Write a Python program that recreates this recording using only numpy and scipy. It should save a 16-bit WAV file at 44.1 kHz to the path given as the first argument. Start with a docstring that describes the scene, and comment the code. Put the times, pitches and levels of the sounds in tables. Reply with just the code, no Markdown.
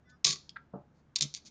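"""A low hum and a brief faint buzz in a small quiet room, then a clatter of coins sorted by hand.
Close to a dull microphone, rims clack and chatter against each other, coins slide over the heap,
and the table thuds under its towel. A held coin ticks, a short buzzy squeak follows, and a fingertip
bumps the table in one dull knock before the coins clatter again."""
import sys
import numpy as np
from scipy import signal
from scipy.fft import rfft, irfft
from scipy.io import wavfile

SR = 44100
rng = np.random.default_rng(int(sys.argv[2]) if len(sys.argv) > 2 else 0)


def store_pcm(level_fs):
    """Save levels as 16-bit WAV."""
    pcm = np.round(np.clip(level_fs, -1, 1) * 32767).astype(np.int16)
    wavfile.write(sys.argv[1], SR, np.atleast_2d(pcm).T)


N = 66150


def undb(db):
    return 10 ** (np.asarray(db) / 20)


def unit(x):
    """Scale to an energy of one."""
    return x / np.sqrt(np.sum(x ** 2) + 1e-18)


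def clock():
    return np.arange(N) / SR


def fade(t60):
    """Exponential decay, 60 dB down after t60 seconds."""
    return undb(-60 * clock() / t60)


def swell(start, length):
    """Rounded rise and fall."""
    return np.sqrt(np.maximum(np.sin(np.pi * np.clip((clock() - start) / length, 0, 1)), 0))


def add(out, x, at):
    """Mix x in from a given time on."""
    i = round(at * SR)
    out[i:i + len(x)] += x[:N - i]


def convolve(x, response):
    return signal.fftconvolve(x, response)[:N]


def band(x, low_hz, high_hz):
    return signal.sosfilt(signal.butter(2, [low_hz, high_hz], "band", fs=SR, output="sos"), x)


def high_cut(x, hz):
    steep = signal.butter(8, hz, fs=SR, output="sos")
    return convolve(x, signal.sosfilt(steep, signal.unit_impulse(256)))


def colour(points):
    """Minimum-phase EQ response of unit energy through points (frequency [Hz], gain [dB])."""
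    hz, db = np.array(points, float).T
    grid = np.arange(2049) * SR / 4096
    gain = undb(np.interp(np.log(grid + 1), np.log(hz), db))
    cepstrum = irfft(np.log(gain))
    causal_fold = np.r_[1, np.full(2047, 2), 1, np.zeros(2047)]
    return unit(irfft(np.exp(rfft(cepstrum * causal_fold))))


def tone(hz, db):
    """A steady sine at its rms level."""
    return np.sqrt(2) * undb(db) * np.sin(2 * np.pi * (hz * clock() + rng.random()))


def ring(modes):
    """Sum of decaying partials, unit energy."""
    return unit(sum(undb(db) * fade(t60) * tone(hz, 0) for hz, db, t60 in modes))


def grains(spread=0.38):
    """Dense tiny contacts of uneven strength, rms one."""
    strength = np.repeat(np.exp(spread * rng.standard_normal(N // 20 + 1)), 20)[:N]
    contacts = strength * rng.standard_normal(N)
    return contacts / contacts.std()


# EQ of the room noise (frequency [Hz], gain [dB])
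AIR_EQ = [(25, -12.5), (51, -10.5), (75, -8.5), (150, 0), (250, -4.5), (400, -14), (900, -19.5),
          (1600, -23), (2000, -28.5), (3300, -35.5), (4500, -39.5), (6800, -40.5), (9000, -59.5),
          (11600, -76)]
# partials of the hum (frequency [Hz], level [dB])
HUM_TONES = [(74, -72.5), (143, -75.5)]


def room_tone(air_db=-65.5):
    """A bed of low room noise and steady hum."""
    air = signal.fftconvolve(rng.standard_normal(2 * N), colour(AIR_EQ))[N:2 * N]
    return undb(air_db) * air + sum(tone(hz, db) for hz, db in HUM_TONES)


# partials of the buzz (time [s], length [s], frequency [Hz], level [dB])
BUZZ_TONES = [(0.12, 0.046, 1252, -70), (.07, 0.089, 1497, -65), (.075, 0.083, 1746, -69.5),
              (0.049, 0.056, 2000, -73), (0.049, 0.11, 3500, -81), (0.052, 0.13, 5600, -85),
              (0.063, 0.12, 5000, -84)]


def buzz():
    """Faint overlapping tones swell and fade in a brief buzz."""
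    return sum(swell(at, length) * tone(hz, db) for at, length, hz, db in BUZZ_TONES)


# coin slides over coins (time [s], length [s], level [dB])
COIN_SLIDES = [(0.09, 0.025, -70), (0.251, 0.071, -32), (0.32, 0.018, -35), (0.943, 0.075, -84.5),
               (1.175, 0.021, -45.5), (1.205, 0.024, -36), (1.359, 0.021, -49), (1.449, 0.04, -54.5)]


def slides():
    """Coins rub over the heap in short swells of gritty friction."""
    return grains() * sum(undb(db) * swell(at, length) for at, length, db in COIN_SLIDES)


# coin strikes coin; chatter and sends are relative to the strike
# (time [s], level [dB], chatter [dB], ring send [dB], heap send [dB])
COIN_STRIKES = [(0.2434, -22, -8.5, -15, -21), (0.2462, -0.5, 0.5, -16.5, -51.5),
                (0.2488, -6.5, 11, -15, -22.5), (0.25, 1.5, -10.5, -8, -17.5),
                (0.2521, -16, -5.5, -7.5, -9), (0.2664, -6.5, -4, -6.5, -19), (0.2696, -7, 3.5, -21, -14),
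                (0.2776, -11, -9, -12, -35), (.2800, -11.5, -23, -17, -13), (0.2918, -15.5, -1, -9, -15),
                (0.3022, -14, -11, -4, -16), (0.3082, -10.5, -0.5, -23, -29), (0.329, -17.5, -0.5, -2, -12),
                (0.3585, -23.5, -8, -0.5, -11), (1.1555, -42.5, 10, 1, -20), (1.1592, -8.5, 4, 4.5, -25.5),
                (1.1637, -16.5, 6.5, 2, -24.5), (1.1873, -24, 2, 2.5, -18), (1.2098, -2, -5.5, -28, -30),
                (1.215, -29, 1, -22, -14), (1.223, -5.5, 1, -30, -39), (1.2284, -9.5, -0.5, -19, -17.5),
                (1.3401, -19, 2, 0, -28), (1.3488, -15, -6, -17, -40)]


def strikes(chatter_t60_s=0.018):
    """Rim hits rim: a click and a burst of chatter, with sends to the coins' ring and the heap."""
    force, ring_send, heap_send = np.zeros((3, N))
    for at, db, chatter_db, ring_db, heap_db in COIN_STRIKES:
        hit = undb(chatter_db) * unit(grains() * fade(chatter_t60_s))
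        hit[0] += 1  # the click of first contact
        add(force, undb(db) * hit, at)
        add(ring_send, undb([db + ring_db]), at)
        add(heap_send, undb(db + heap_db) * hit, at)
    return force, ring_send, heap_send


# EQ of metal on metal (frequency [Hz], gain [dB])
CONTACT_EQ = [(150, -30.5), (400, -29), (800, -30.5), (1100, -26.5), (1500, -29.5), (2200, -11.5),
              (3000, -9), (3600, -0.5), (5000, 0), (7000, 0), (7600, -13), (8100, -35), (8600, -14.5),
              (9500, -39.5), (10500, -43), (12000, -51.5), (15000, -69)]
# short rings of the damped coins (frequency [Hz], level [dB], t60 [s])
COIN_RINGS = [(2750, -6, .04), (3590, 2, .045), (3785, 0.5, .05), (3776, 1, .055), (4188, -4, .07),
              (4530, -8, 0.0518), (4670, 2.5, .05), (5350, 2, .055), (5800, -1, .08), (6340, -5, .045),
              (6570, 2.5, .05), (6810, -6, .05)]
# clacks of the heap (frequency [Hz], level [dB], t60 [s])
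HEAP_CLACKS = [(336.6, -4.5, .04), (439, -7, .04), (709, -6.5, .05), (1063, -5.5, .04), (1130, -2, 0.079),
               (1400, -2.5, .015), (1650, 2.5, .02), (1920, 3, 0.027)]


def coins(slide_ring_db=-8, slide_heap_db=-21.5):
    """Strikes and slides give a bright attack, ring the damped coins and clack the heap beneath."""
    force, ring_send, heap_send = strikes()
    friction = slides()
    attack = convolve(force + friction, colour(CONTACT_EQ))
    ring_drive = band(ring_send + undb(slide_ring_db) * friction, 2300, 7200)
    heap_drive = band(heap_send + undb(slide_heap_db) * friction, 250, 2400)
    rings = convolve(ring_drive, ring(COIN_RINGS))
    clacks = convolve(heap_drive, ring(HEAP_CLACKS))
    return attack + high_cut(rings, 7600) + high_cut(clacks, 4500)


# the padded table takes the weight (time [s], length [s], level [dB])
TABLE_PUSHES = [(0.244, 0.0199, -48), (0.276, 0.021, -42.5), (0.32, 0.013, -50.5), (1.2, 0.062, -44)]
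# booms of the padded table (frequency [Hz], level [dB], t60 [s])
TABLE_BOOMS = [(143.4, 0, .14), (209.5, -5, .07), (260, -14, .06), (320, -16, .06), (612, -20, .08)]


def thuds(grit_db=-6.5):
    """Soft pushes through the towel boom the table's lowest mode and rattle the higher ones."""
    out = np.zeros(N)
    lowest_hz = TABLE_BOOMS[0][0]
    for at, length, db in TABLE_PUSHES:
        push = swell(0, length)
        boom = unit(convolve(push * np.sin(2 * np.pi * lowest_hz * clock()), ring(TABLE_BOOMS[:1])))
        rattle = unit(convolve(push * grains(), ring(TABLE_BOOMS[1:])))
        weight = undb(db) * np.sqrt(length * SR)  # a longer push carries more energy
        add(out, weight * (boom + undb(grit_db) * rattle), at)
    return band(out, 55, 900)


# light ticks of a coin held in the fingers (time [s], level [dB])
HELD_TICKS = [(0.493, -20), (0.5022, -38.5)]
# choked ring of that coin (frequency [Hz], level [dB], t60 [s])
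HELD_RINGS = [(3306, -6, 0.015), (4416, -1.5, 0.0079), (5066, -1.5, 0.013), (6780, -8, 0.011)]


def ticks(scrape_db=-10.5, scrape_t60_s=0.036):
    """A pinched coin scrapes and rings for only a few milliseconds."""
    out = np.zeros(N)
    for at, db in HELD_TICKS:
        scrape = unit(band(grains() * fade(scrape_t60_s), 2500, 6370))
        add(out, undb(db) * (ring(HELD_RINGS) + undb(scrape_db) * scrape), at)
    return high_cut(band(out, 1400, 6000), 8380)


def squeak(start_s=0.559, length_s=0.015, pitch_hz=1488, throb_hz=256.4, level_db=-36):
    """A short buzzy squeak: one rough tone throbs as it swells, with a little rasp above."""
    t = clock() - start_s
    envelope = np.sqrt(np.interp(t, [0, 0.63 * length_s, length_s], [0, 1, 0]))
    throb = np.sin(np.pi * throb_hz * t)  # one pulse each half cycle
    rough = high_cut(band(rng.standard_normal(N), 1250, 1860), 2830)
    rasp = high_cut(band(rng.standard_normal(N), 3300, 4700), 4400)
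    texture = undb(-6) * rough / rough.std() + undb(-21) * rasp / rasp.std()
    return undb(level_db) * envelope * throb * (np.sin(2 * np.pi * pitch_hz * t) + texture)


# fingertip bumps that merge into one knock (time [s], level [dB])
FINGER_BUMPS = [(0.7357, -10.5), (0.7426, -18), (.752, -16), (0.7597, -22)]
# body of the knocked table (frequency [Hz], level [dB], t60 [s])
KNOCK_BODY = [(140.4, -4.5, .16), (198, 2.5, 0.17), (304, -7, .11), (432, -11.5, 0.15), (459.6, -5, 0.11),
              (584, -7, 0.23), (707.5, -11.5, 0.25), (831, -17.5, 0.32), (872, -12.5, 0.14),
              (1100, -29, 0.18), (1324, -18, 0.12)]


def knock(scuff_db=-7, scuff_t60_s=0.21):
    """A fingertip bumps over the table: many low modes and a dull scuff."""
    out, body = np.zeros(N), ring(KNOCK_BODY)
    for at, db in FINGER_BUMPS:
        scuff = unit(band(rng.standard_normal(N), 130, 820) * fade(scuff_t60_s))
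        add(out, undb(db) * (body + undb(scuff_db) * scuff), at)
    return high_cut(band(out, 60, 1410), 1540)


# brief dips of the treble (time [s], length [s], gain [dB])
TREBLE_DIPS = [(1.17, 0.015, -16), (1.195, 0.014, -32)]


def dip_treble(x, above_hz=3700):
    """The treble ducks twice for a few milliseconds in the second clatter."""
    low = signal.sosfiltfilt(signal.butter(2, above_hz, fs=SR, output="sos"), x)
    treble_db = sum(db * swell(at, length) ** 2 for at, length, db in TREBLE_DIPS)
    return low + (x - low) * undb(treble_db)


# reverb tail of the small room, by band (centre [Hz], level [dB], t60 [s])
REVERB_BANDS = [(200, -7, .35), (715, -3.5, 0.22), (1756, -10.5, 0.2), (4100, -15, 0.32),
                (6990, -22.5, 0.35), (9000, -18.5, 0.22)]


def room(dry, early_db=-10.5, early_t60_s=0.081, build_up_s=0.012):
    """Quick reflections from nearby things, then a short diffuse tail."""
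    onset = np.clip(clock() / build_up_s, 0, 1)
    hz = np.arange(N // 2 + 1) * SR / N
    centres = np.log([row[0] for row in REVERB_BANDS])
    noise, tail = rfft(rng.standard_normal(N)), 0
    for share, (_, db, t60) in zip(np.eye(len(REVERB_BANDS)), REVERB_BANDS):
        crossover = np.interp(np.log(hz + 1), centres, share)
        tail += undb(db) * irfft(noise * crossover, N) * unit(fade(t60) * onset)
    early = undb(early_db) * unit(grains() * fade(early_t60_s) * onset)
    return convolve(dry, early + tail)


def scene(detail_send_db=-4):
    """Coins, ticks and squeak feed the reverb; the table and the background stay dry."""
    clatter, details = coins(), ticks() + squeak()
    reverb = room(clatter + undb(detail_send_db) * details)
    foreground = dip_treble(clatter + details + reverb)
    return (foreground + thuds() + knock() + room_tone() + buzz())[None]


def record(dry, top_hz=15500):
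    """The recorder cuts the top with a steep low-pass."""
    return signal.sosfilt(signal.ellip(8, .2, 70, top_hz, fs=SR, output="sos"), dry)


dry = scene()
out = record(dry)
store_pcm(out)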